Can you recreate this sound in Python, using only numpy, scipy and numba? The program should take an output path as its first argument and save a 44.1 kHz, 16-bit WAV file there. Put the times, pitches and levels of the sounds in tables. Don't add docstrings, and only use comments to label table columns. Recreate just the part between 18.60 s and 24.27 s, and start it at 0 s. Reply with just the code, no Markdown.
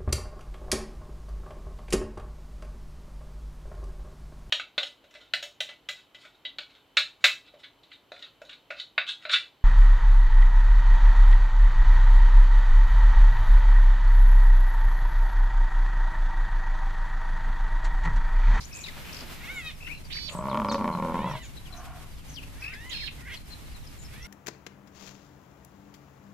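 import sys
import numpy as np
from scipy import signal
from scipy.fft import rfft, irfft
from scipy.io import wavfile
from scipy.ndimage import uniform_filter1d
from numba import njit

SR = 44100
rng = np.random.default_rng(int(sys.argv[2]) if len(sys.argv) > 2 else 0)


def unload_wav(signal):
    wavfile.write(
        sys.argv[1],
        SR,
        np.round(np.clip(np.atleast_2d(signal).T, -1, 1) * 32767).astype(np.int16),
    )


N = 250047
TIME = np.arange(N) / SR


def undb(db):
    return 10 ** (np.asarray(db) / 20)


def unit(x):
    return x / np.sqrt(np.mean(x ** 2) + 1e-18)


def curves(table, t=TIME):
    s, *columns = np.transpose(table)
    return [np.interp(t, s, c) for c in columns]


def swell(start, attack, hold, release):
    return np.interp(TIME, start + np.cumsum([0, attack, hold, release]), [0, 1, 1, 0])


def colour(points, hz):
    f, db = np.transpose(points)
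    return undb(np.interp(np.log(np.maximum(hz, 1)), np.log(f), db))


def noise(points):
    hz = np.arange(N // 2 + 1) * SR / N
    low_end = np.minimum(hz / points[0][0], 1) ** 4
    high_end = np.minimum(points[-1][0] / (hz + 1), 1) ** 4
    white = rfft(rng.standard_normal(N))
    return unit(irfft(white * colour(points, hz) * low_end * high_end, N))


def wide_noise(points, side_db):
    return noise(points) + undb(side_db) * noise(points) * np.array([[1], [-1]])


def walk(rate):
    k = max(int(SR / rate), 1)
    return unit(uniform_filter1d(np.repeat(rng.standard_normal(N // k + 1), k), k)[:N])


@njit
def svf(x, hz, width):
    y, b, l = np.empty(len(x)), 0., 0.
    for i in range(len(x)):
        g, k = np.tan(np.pi * hz[i] / SR), width / hz[i]
        v = (b + g * (x[i] + 1e-18 - l)) / (1 + g * (g + k))
        b, l, y[i] = 2 * v - b, l + 2 * g * v, k * v
    return y


def ring(x, hz, width_hz):
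    return svf(x, hz * np.ones(N), float(width_hz))


def ring_twice(x, hz, width_hz):
    return ring(ring(x, hz, width_hz), hz, width_hz)


def ear_gains(pan_db):
    return unit(undb(np.array([[pan_db], [-pan_db]]) / 2))


def place(x, pan_db, lag_ms):
    hz = np.arange(N // 2 + 1) * SR / N
    late = irfft(rfft(x) * np.exp(-2j * np.pi * hz * lag_ms / 1000), N)
    return ear_gains(pan_db) * np.array([x, late])


def bushes(x, wet_db, t60):
    t = TIME[:SR // 2]
    tail = rng.standard_normal((2, len(t))) * undb(-60 * t / t60)
    tail /= np.linalg.norm(tail, axis=1, keepdims=True)
    return x + undb(wet_db) * signal.fftconvolve(x.mean(axis=0)[None], tail, axes=1)[:, :N]


# (frequency [Hz], relative level [dB])
RUMBLE_SPECTRUM = [(18, 6), (30, -4.5), (42, -8.5), (58, 3.5), (75, -6), (100, -5.5), (122, -10),
                   (148, -5.5), (180, -15), (240, -15), (300, -19.5), (400, -30.5)]
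RUMBLE_DB, RUMBLE_START_DB, RUMBLE_GROW_S = -44.5, -2.5, 1.5


def rumble(throb_hz=16.0, throb_db=0.5):
    throb = undb(throb_db * np.sin(2 * np.pi * throb_hz * TIME))
    growth_db = RUMBLE_START_DB * np.maximum(1 - (TIME / RUMBLE_GROW_S) ** 2, 0)
    central = unit(noise(RUMBLE_SPECTRUM) * throb) * undb(RUMBLE_DB + growth_db)
    opposed = undb(-47.5) * noise([(20, -5.0), (60, -22), (150, -23.5), (400, -38.0)]) * np.array([[1], [-1]])
    return central + opposed


# (frequency [Hz], relative level per Hz [dB])
HISS_SPECTRUM = [(300, -2.5), (500, -5), (1000, -6), (1500, -8.5), (2200, -7), (3200, -10), (4300, -12.5),
                 (6000, -14.5), (9000, -16), (13000, -16), (15500, -29)]
HISS_DB = -55


def hiss(flutter_db=2.0):
    return wide_noise(HISS_SPECTRUM, side_db=-1.0) * undb(HISS_DB + flutter_db * walk(45))


# (frequency [Hz], relative level [dB])
RUSTLE_SPECTRUM = [(150, 7), (400, -3), (900, -4), (1600, -3), (2600, -3.5), (3600, -6.5), (6000, -12.5),
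                   (9000, -17), (13000, -14.5), (16000, -17)]
RUSTLE_ATTACK_S, RUSTLE_HOLD_S, RUSTLE_RELEASE_S, RUSTLE_DB = 0.49, 0.28, 0.44, -46


def rustle():
    leaves = wide_noise(RUSTLE_SPECTRUM, side_db=-4.0)
    flicker = undb(RUSTLE_DB + 1.5 * walk(28.7))
    return leaves * flicker * swell(0, RUSTLE_ATTACK_S, RUSTLE_HOLD_S, RUSTLE_RELEASE_S)


# (time [s], level [dB])
BUMP_TIMES = [(0.361, -44.5), (.61, -44.5)]
# (frequency [Hz], relative level [dB])
BUMP_SPECTRUM = [(150, -0.5), (700, -5), (1500, -7.5), (4000, -17)]
BUMP_ATTACK_S, BUMP_RELEASE_S = 0.0091, 0.049


def bumps():
    bursts = sum(undb(db) * swell(start, BUMP_ATTACK_S, 0, BUMP_RELEASE_S) for start, db in BUMP_TIMES)
    return noise(BUMP_SPECTRUM) * bursts


LOW_TONE_START_S, LOW_TONE_ATTACK_S, LOW_TONE_HOLD_S, LOW_TONE_RELEASE_S = 3.65, 0.101, 0.124, 0.14
LOW_TONE_HZ, LOW_TONE_DB = 276, -55.5


def low_tone(waver=0.01, sag=0.16):
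    strength = swell(LOW_TONE_START_S, LOW_TONE_ATTACK_S, LOW_TONE_HOLD_S, LOW_TONE_RELEASE_S)
    hz = LOW_TONE_HZ * (1 + waver * walk(40) - sag * (1 - strength))
    return unit(np.sin(2 * np.pi * np.cumsum(hz) / SR)) * undb(LOW_TONE_DB) * strength


def far_birds(lowest_db=-64.5, range_db=4, count=190):
    out = np.zeros((2, N))
    for when, pitch, span, size, side in rng.random((count, 5)):
        start = when * N / SR
        at = np.flatnonzero((TIME >= start) & (TIME < start + .03 + .05 * span))
        hz = 2600 * 2.6 ** pitch * np.linspace(1, .72, len(at))
        note = np.sin(2 * np.pi * np.cumsum(hz) / SR) * np.hanning(len(at))
        out[:, at] += undb(lowest_db + range_db * size) * note * np.array([[1], [side]])
    return out


# (time [s], length [s], start centre [Hz], end centre [Hz], filter width [Hz],
# level [dB], left minus right [dB])
RASP_NOTES = [(0, 0.049, 4800, 4800, 2600, -47, -1), (0.134, 0.054, 6650, 7500, 2200, -46.5, -2),
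              (0.176, 0.083, 7600, 6100, 1400, -49.5, 1), (0.233, 0.073, 4900, 3270, 2000, -47.5, 1),
              (0.36, 0.33, 2450, 2600, 1100, -53, 1), (0.525, .11, 5260, 4700, 1900, -50, 4),
              (1.493, 0.057, 2280, 3150, 1200, -44.5, -3), (1.532, 0.034, 2710, 1520, 1000, -46.5, 15),
              (1.579, 0.015, 2650, 1530, 800, -44, 12), (1.265, .02, 2500, 2100, 700, -41, 14),
              (3.988, 0.082, 6200, 3740, 900, -57, 6), (4.102, .05, 2500, 2060, 700, -48, 9),
              (4.358, 0.058, 2700, 2450, 800, -44, 18), (4.478, 0.019, 2840, 2430, 600, -43, -12)]


def rasps(grain_db=4, grain_hz=260):
    out = np.zeros((2, N))
    air = rng.standard_normal((2, N)) * undb(grain_db * walk(grain_hz))
    for start, length, first_hz, last_hz, width_hz, db, pan_db in RASP_NOTES:
        at = np.flatnonzero((TIME >= start) & (TIME < start + length))
        hz = np.geomspace(first_hz, last_hz, len(at))
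        width = float(width_hz)
        note = np.array([svf(svf(ear[at], hz, width), hz, width) for ear in air])
        out[:, at] += undb(db) * unit(note * signal.windows.tukey(len(at), .6) * ear_gains(pan_db))
    return out


# (time [s], length [s], start pitch [Hz], level [dB], left minus right [dB], rise [octaves])
UPWARD_FLICKS = [(0.038, 0.024, 4400, -45, 19, 0.77), (0.205, .016, 4700, -51, 4, 0.51),
                 (0.526, 0.012, 3500, -41, 16, 0.89), (0.565, 0.0088, 3500, -41, 17, .62),
                 (0.6, 0.012, 3500, -42, 18, .62), (1.268, 0.029, 1270, -49, 16, .32),
                 (1.29, .048, 1950, -37, 22, .45), (1.561, 0.025, 1400, -38, 19, 1),
                 (3.826, 0.023, 1975, -46.5, 21, 0.67), (4.469, 0.012, 2400, -36, -15, 0.9)]
# (time [s], length [s], start pitch [Hz], level [dB], left minus right [dB])
DOWNWARD_SLURS = [(0.119, 0.031, 6240, -47, 20), (0.235, 0.021, 4400, -37, 17),
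                  (0.246, 0.067, 3240, -42.5, 9), (1.519, 0.027, 4600, -47, -15),
                  (1.875, 0.077, 5620, -50, 9), (2.078, 0.054, 5760, -38.5, -1),
                  (2.104, 0.069, 7370, -44, 2), (3.045, 0.065, 3910, -52, 20),
                  (3.726, 0.052, 6820, -48.5, 8), (3.758, 0.056, 3890, -41.5, 26),
                  (4.29, 0.026, 7370, -48, 13), (4.317, 0.045, 3740, -36.5, 25),
                  (4.395, 0.059, 2900, -41.5, 24), (4.759, 0.027, 5020, -47, 17)]
# (time [s], length [s], pitch [Hz], level [dB], left minus right [dB])
DROOPING_PIPS = [(0.93, 0.087, 7300, -54.5, 5), (1.324, 0.08, 4180, -57, -1),
                 (1.442, 0.034, 4780, -53.5, 8), (1.675, 0.16, 8230, -54, 4),
                 (1.685, 0.056, 7120, -49.5, 20), (2.311, 0.061, 4170, -53, 24),
                 (2.697, 0.035, 5800, -54.5, 10), (2.812, 0.075, 6970, -54.5, 11.5),
                 (2.963, 0.028, 4070, -48, 11), (3.122, 0.024, 4080, -46, 14), (3.153, 0.054, 6280, -54, 8),
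                 (3.674, 0.069, 6340, -53.5, 2), (4.132, 0.022, 5040, -50.5, 14),
                 (4.899, 0.053, 4170, -45.5, 13), (5.137, 0.043, 4160, -54.5, 13),
                 (5.259, 0.025, 5180, -51, 9), (5.367, 0.089, 7220, -54.5, 14),
                 (5.437, 0.038, 5300, -52, 6), (5.61, 0.058, 5800, -49.5, 7)]
SLUR_OCTAVES_PER_S, PIP_DROOP_OCTAVES = 15.5, .12
FLICK_BEND, SLUR_BEND, PIP_BEND = 0.58, 0.96, 2.6


def chirps(waver=0.0219, flicker_db=3.5, husk_db=-9, husk_width=0.1356, husk_db_per_octave=7, husk_from_hz=5000):
    out = np.zeros((2, N))
    shake, scrape, flicker = walk(500), walk(1500), walk(200)
    notes = [(*row, FLICK_BEND) for row in UPWARD_FLICKS]
    notes += [(*row, -SLUR_OCTAVES_PER_S * row[1], SLUR_BEND) for row in DOWNWARD_SLURS]
    notes += [(*row, -PIP_DROOP_OCTAVES, PIP_BEND) for row in DROOPING_PIPS]
    for start, length, first_hz, db, pan_db, octaves, power in notes:
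        at = np.flatnonzero((TIME >= start) & (TIME < start + length))
        arc = first_hz * 2 ** (octaves * np.linspace(0, 1, len(at)) ** power)
        ears = np.array([[0], [np.pi / 2 * (2 * rng.random() - 1)]])
        tone = np.sin(2 * np.pi * np.cumsum(arc * (1 + waver * shake[at])) / SR + ears)
        husk = np.sin(2 * np.pi * np.cumsum(arc * (1 + husk_width * scrape[at])) / SR + ears)
        husk_gain = undb(husk_db + husk_db_per_octave * np.log2(first_hz / husk_from_hz))
        shape = unit(signal.windows.tukey(len(at), .7) * undb(flicker_db * flicker[at]))
        out[:, at] += undb(db) * shape * ear_gains(pan_db) * (tone + husk_gain * husk)
    return out


def bird_call(table, shape, jitter, shimmer_db, tuned=False, count=14):
    on = (TIME >= table[0][0]) & (TIME < table[-1][0])
    hz, db, rough, *tilt = curves(table, TIME[on])
    hz = hz * (1 + jitter * rough * walk(450)[on])
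    phase = 2 * np.pi * np.cumsum(hz) / SR
    k = np.arange(1, count + 1)[:, None]
    tilt_gains = undb(sum(tilt) * np.log2(np.maximum(k * hz / 1800, 1)))
    gains = colour(shape, k if tuned else k * hz) * tilt_gains
    tone = (gains * np.sin(k * phase + rng.uniform(0, 2 * np.pi, (count, 1)))).sum(axis=0)
    tone /= np.sqrt((gains ** 2).sum(axis=0) / 2)
    level = undb(db + shimmer_db * rough * walk(300)[on])
    out = np.zeros(N)
    out[on] = tone * level * signal.windows.tukey(len(hz), .06)
    return out


# (time [s], length [s], start pitch [Hz], end pitch [Hz], level [dB])
TRILL_CALLS = [(0.108, 0.125, 2480, 2427, -48), (1.202, 0.098, 2430, 2775, -43.5),
               (1.285, 0.079, 2285, 2724, -45), (4.017, 0.08, 2454, 2518, -35.5),
               (4.128, 0.029, 2120, 1850, -43.5)]
TRILL_RATE_HZ = 53


def trills(depth_db=8, arch=0.0302, fade_db=-6, rough=0.2, beat_swing=0.059):
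    beak = [(3000, 10.0), (4500, -7), (8000, -16)]  # (frequency [Hz], relative level [dB])
    u = np.linspace(0, 1, 80)
    edge = (2 * u - 1) ** 2
    whistle = 0
    for start, length, first_hz, last_hz, db in TRILL_CALLS:
        beat = -np.cos(2 * np.pi * TRILL_RATE_HZ * length * u) - .5
        hz = (first_hz + (last_hz - first_hz) * u) * (1 + arch * (1 - edge) + beat_swing * beat)
        level_db = db + fade_db * edge ** 2 + depth_db * beat
        course = np.column_stack([start + length * u, hz, level_db, np.full_like(u, rough)])
        whistle = whistle + bird_call(course, beak, jitter=0.142, shimmer_db=3.0, count=2)
    return whistle


# (time [s], held length [s], held pitch [Hz], held level [dB])
SQUAWK_CALLS = [(1.53, .154, 504, -39), (4.322, .148, 467.8, -39)]
# (multiple of the pitch [1], relative level [dB])
SQUAWK_HARMONICS = [(2, -31.5), (4, -26), (5, -15), (6, -13.5), (7, -8), (8, -6), (9, 1.5), (10, -14),
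                    (11, -10), (12, -23), (14, -27)]
SQUAWK_ATTACK_S, SQUAWK_SETTLE_S, SQUAWK_RELEASE_S = 0.032, 0.0268, 0.026


def squawk(start, length, hz, db, slack=.6, turn=.94, overshoot=1.03, sag=0.99, hoarse=0.73, clear=0.14,
           edge_db=3, onset_db=-11, end_db=-22):
    end = start + length
    # (time [s], pitch [Hz], level [dB], roughness [1])
    course = [(start - SQUAWK_ATTACK_S, slack * hz, db + onset_db, hoarse),
              (start, turn * hz, db + edge_db, hoarse),
              (start + SQUAWK_SETTLE_S / 2, overshoot * hz, db, hoarse / 2),
              (start + SQUAWK_SETTLE_S, hz, db, clear),
              (start + length / 2, sag * hz, db, clear),
              (end - SQUAWK_SETTLE_S, hz, db, clear),
              (end - SQUAWK_SETTLE_S / 2, overshoot * hz, db, hoarse / 2),
              (end, turn * hz, db + edge_db, hoarse),
              (end + SQUAWK_RELEASE_S / 2, slack * hz, db + edge_db, hoarse / 2),
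              (end + SQUAWK_RELEASE_S, hz / 2, db + end_db, hoarse)]
    return bird_call(course, SQUAWK_HARMONICS, jitter=0.062, shimmer_db=0.5, tuned=True)


# (crest time [s], rise [s], fall [s], crest pitch [Hz], level [dB],
# treble tilt [dB/octave], change of tilt by the end of the fall [dB/octave], roughness at the crest [1])
MEW_CALLS = [(2.68, .14, 0.11, 676.6, -46, -12, 9, 0.14), (2.79, 0.13, 0.083, 1031, -51, -10, 11, 0.45),
             (4.12, .13, 0.031, 639, -50.5, -19, -9, 0.1), (4.305, .205, 0.068, 1027, -46.5, -20, 32, 0.18),
             (5.68, .16, .1, 727, -50, -14, 0, 0.41)]
# (frequency [Hz], relative level [dB])
MEW_SPECTRUM = [(700, -18), (1200, -7), (1550, 2.5), (2100, 8.5), (2550, 7.5), (3050, 9.5), (3750, 12),
                (4300, 5), (6500, -17), (9000, -46)]
MEW_ARCH_OCTAVES, MEW_ARCH_POWER = .5, 1.4


def mew(crest, rise, fall, crest_hz, db, tilt_db, opening_db, clear, lead=1.5, faint_db=-15, hoarse=0.48,
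        closing=0.27, fade_db=-10):
    u = np.linspace(-lead, 1, 60)
    when = crest + u * np.where(u < 0, rise, fall)
    hz = crest_hz * 2 ** (-MEW_ARCH_OCTAVES * np.abs(u) ** MEW_ARCH_POWER)
    early = (np.minimum(u, 0) / lead) ** 2
    late = np.maximum(u, 0) ** 2
    level_db = db + faint_db * early + fade_db * late ** 10
    rough = clear + hoarse * early + closing * late
    course = np.column_stack([when, hz, level_db, rough, tilt_db + opening_db * late])
    return bird_call(course, MEW_SPECTRUM, jitter=0.0592, shimmer_db=4)


# (time [s], pitch [Hz], level [dB], roughness [1], treble tilt [dB/octave])
CROAK_COURSE = [(4.58, 484.5, -56, 1.2, -20), (4.645, 471, -52, 0.95, -27), (4.679, 550, -44, 0.9, -16),
                (4.698, 467, -42.5, 0.8, -9), (4.711, 483, -40, 0.56, -2), (4.719, 542, -42, 0.58, 1),
                (4.736, 522, -40.5, 0.6, 5), (4.746, 420, -39, 1.2, 13), (4.764, 342, -55, 1, 12)]
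# (frequency [Hz], relative level [dB])
CROAK_SPECTRUM = [(900, -19), (1500, -4.5), (2000, 10.5), (2600, 0), (3200, 3.5), (4000, -12.5),
                  (6500, -21), (9000, -42)]


def croak():
    return bird_call(CROAK_COURSE, CROAK_SPECTRUM, jitter=0.0464, shimmer_db=1.0)


# (time [s], pitch [Hz], level [dB], roughness [1], treble tilt [dB/octave])
CRY_COURSE = [(.75, 405, -69, 0.6, -9), (.82, 477, -45.5, 0.47, -6), (.865, 588, -47, 0.43, -1),
              (.9, 729, -36.5, 0, -4), (.932, 775, -45.5, 0.06, -4), (.985, 720, -36, 0, -3),
              (1.03, 635, -46, 0.25, -1), (1.075, 633, -35.5, 0.18, 11), (1.1, 604, -40, 0.43, 8),
              (1.118, 488, -47, 0.9, 15), (1.135, 433, -53, 0.8, 6)]
# (frequency [Hz], relative level [dB])
CRY_SPECTRUM = [(700, -32), (1200, -7), (1500, -2), (1800, -0.5), (2150, 12), (2340, -0.5), (2550, 7),
                (3050, -6), (3450, 0.5), (3800, -2.5), (4300, -18), (6500, -34), (9000, -52)]


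def cry():
    return bird_call(CRY_COURSE, CRY_SPECTRUM, jitter=0.0456, shimmer_db=2.5)


# (centre [Hz], width of each pass [Hz], gain [dB])
NOSTRIL_RESONANCES = [(720, 130, 6), (1130, 270, 4), (1340, 350, -1), (2180, 410, -9), (2860, 260, -13)]
INTAKE_START_S, INTAKE_ATTACK_S, INTAKE_HOLD_S, INTAKE_RELEASE_S, INTAKE_DB = 3.053, 0.15, 0.1, 0.23, -48


def intake():
    air = rng.standard_normal(N)
    rush = sum(undb(db) * ring_twice(air, hz, width) for hz, width, db in NOSTRIL_RESONANCES)
    return unit(rush) * undb(INTAKE_DB) * swell(INTAKE_START_S, INTAKE_ATTACK_S, INTAKE_HOLD_S, INTAKE_RELEASE_S)


# (time [s], effort [dB], first throat resonance [Hz], second throat resonance [Hz],
# upper mouth resonance [Hz], chest gain [dB], throat gain [dB])
BELLOW_COURSE = [(1.72, -16, 163, 603, 1110, 12, 5), (1.79, -9, 173, 625, 1130, 3.5, 8),
                 (1.85, -3.5, 190, 624, 1133, 3, 2), (1.915, -1, 195, 593, 1140, -4.5, 1),
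                 (1.949, -0.5, 228, 595, 1124, 1.5, 4), (2.03, 0.5, 212.6, 596, 1164, -1.5, -0.5),
                 (2.137, 1.5, 228, 562, 1162, 4, 5), (2.26, 0, 210.5, 588, 1100, 5.5, -2),
                 (2.34, -2.5, 175, 607, 1126, 3, -3), (2.4, -3, 184, 555, 1090, 5.5, -2.5),
                 (2.49, -0.5, 203, 552, 1100, 8, 4.5), (2.63, 2, 195.4, 555, 1070, 2, -6),
                 (2.72, -3.5, 147, 606, 1048, -1, -4.5), (2.79, -14.5, 124, 637, 1010, -3, -3)]
# (time [s], level above the flutter [dB],
# rate of the flutter that follows [Hz], change of its last beat [dB])
SLAP_BURSTS = [(1.750, 8.5, 45.8, 3), (1.789, 8.5, 46.7, 2.5), (1.825, 0.5, 67.2, 1.5),
               (1.855, 5, 70.2, 1.5), (1.884, 4, 67, -1), (1.914, 4, 65.7, 1), (1.945, 6.5, 105.5, -3.5),
               (1.973, 7.5, 60.3, 0), (1.999, 6, 121.6, -5), (2.018, 3.5, 109.7, -16), (2.047, 6, 99.1, -5),
               (2.086, 4.5, 99.2, -8), (2.114, 3.5, 99.4, -9), (2.144, 6.5, 91.4, -8),
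               (2.181, -2.5, 101, -6), (2.210, 3.5, 85.9, -9), (2.243, 6.5, 83.5, -8), (2.277, 7.5, 83, 2),
               (2.350, 5, 93, -13), (2.373, 1.5, 75.3, 4), (2.399, 5, 81.4, -8), (2.424, 6.5, 82.5, -3.5),
               (2.448, 4, 81.1, -11), (2.543, 4, 82.6, -0.5), (2.590, 4, 71.3, -5), (2.643, 3.5, 65, -1.5),
               (2.674, 2.5, 85, 1), (2.712, 2, 84, -8), (2.737, 4, 62.6, 5)]
STICK_CYCLES = .55


def fold_slaps(scatter_db=2.2, jitter=0.03):
    slaps = np.zeros(N)
    ends = [row[0] for row in SLAP_BURSTS[1:]]
    ends.append(BELLOW_COURSE[-1][0] - 1 / SLAP_BURSTS[-1][2])
    for (start, accent_db, hz, last_db), end in zip(SLAP_BURSTS, ends):
        chance = rng.standard_normal((12, 2))
        when = start + np.concatenate([[0], np.cumsum((1 + jitter * chance[1:, 0]) / hz)])
        when = when[when < max(end - STICK_CYCLES / hz, start + 1 / SR)]
        db = scatter_db * chance[:len(when), 1]
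        db[-1] += last_db
        db[0] = accent_db
        effort_db = curves(BELLOW_COURSE, when)[0]
        slaps[(when * SR).astype(int)] += undb(db + effort_db)
    return slaps


# (centre [Hz], width [Hz], relative gain [dB])
MUZZLE_RESONANCES = [(1370, 160, -14), (1800, 260, -24), (2280, 220, -19), (3080, 400, -20)]
# (centre [Hz], width [Hz], relative gain [dB])
CRACK_RESONANCES = [(2030, 93, -3.5), (2990, 470, -4.5), (4070, 220, -30)]
MOUTH_HZ = 942


def bellow(gain_db=15.0, body_db=-3, chest_db=6.0, second_db=2, mouth_db=-1, upper_db=-0.5, rasp_db=-19.5,
           crack_db=-25, flow_db=-43, flow_follow=0.19, flow_fade_s=0.044):
    effort_db, first_hz, second_hz, upper_hz, open_db, throat_db = curves(BELLOW_COURSE)
    mouth_hz = (MOUTH_HZ + upper_hz) / 2
    quiver = 1 + 0.012 * walk(60)
    slaps = fold_slaps()
    puffs = signal.lfilter([1], [1, -np.exp(-1 / (.002 * SR))], slaps) * rng.standard_normal(N)
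    raspy = slaps + undb(rasp_db) * puffs

    chest = undb(chest_db + open_db) * ring(slaps, first_hz * quiver, 13.6)
    chest = chest + undb(body_db) * ring(slaps, 134.6, 17)
    throat = undb(second_db + throat_db) * ring(slaps, second_hz * quiver, 12.0)
    lower_mouth = undb(mouth_db) * ring(slaps, MOUTH_HZ, 124)
    upper_mouth = undb(upper_db) * ring(slaps, upper_hz * quiver, 64)
    muzzle = sum(undb(db) * ring(raspy, hz, width) for hz, width, db in MUZZLE_RESONANCES)
    soft = signal.butter(2, 1500, fs=SR, output="sos")
    voice = signal.sosfilt(soft, chest - throat - lower_mouth + upper_mouth + muzzle)
    crack = sum(undb(crack_db + db) * ring(raspy, hz, width) for hz, width, db in CRACK_RESONANCES)

    air = rng.standard_normal(N)
    mouth_air = ring(ring(air, mouth_hz, 360), mouth_hz, 350)
    throat_air = 1.24 * ring_twice(air, second_hz, 210)
    chest_air = 0.34 * ring(ring(air, 0.75 * first_hz, 86), 0.95 * first_hz, 96)
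    flow = unit(mouth_air + throat_air + chest_air)
    start, end = BELLOW_COURSE[0][0], BELLOW_COURSE[-1][0]
    blowing = swell(start - flow_fade_s, flow_fade_s, end - start - flow_fade_s / 2, flow_fade_s)
    return undb(gain_db) * (voice + crack) + flow * undb(flow_db + flow_follow * effort_db) * blowing


def scene():
    buffalo = bellow() + intake()
    mews = sum(mew(*call) for call in MEW_CALLS)
    calls_ahead = mews + cry() + croak()
    squawks = sum(squawk(*call) for call in SQUAWK_CALLS)
    ahead = bushes(place(calls_ahead, pan_db=-1.5, lag_ms=-0.045), wet_db=-6, t60=0.17)
    right = bushes(place(squawks, pan_db=-27, lag_ms=-0.13), wet_db=-2.0, t60=0.18)
    trilling = bushes(place(trills(), pan_db=3.0, lag_ms=0.05), wet_db=-2.5, t60=0.21)
    small = bushes(chirps() + rasps() + far_birds(), wet_db=-5, t60=.3)
    foreground = buffalo + ahead + right + trilling + small
    return foreground + low_tone() + bumps() + rumble() + hiss() + rustle()


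TOP_HZ = 14900


def record(dry):
    squashed = dry / (1 + (dry / .11) ** 6) ** (1 / 6)
    return signal.sosfilt(signal.ellip(8, .2, 70, TOP_HZ, fs=SR, output="sos"), squashed)


dry = scene()
out = record(dry)
unload_wav(out)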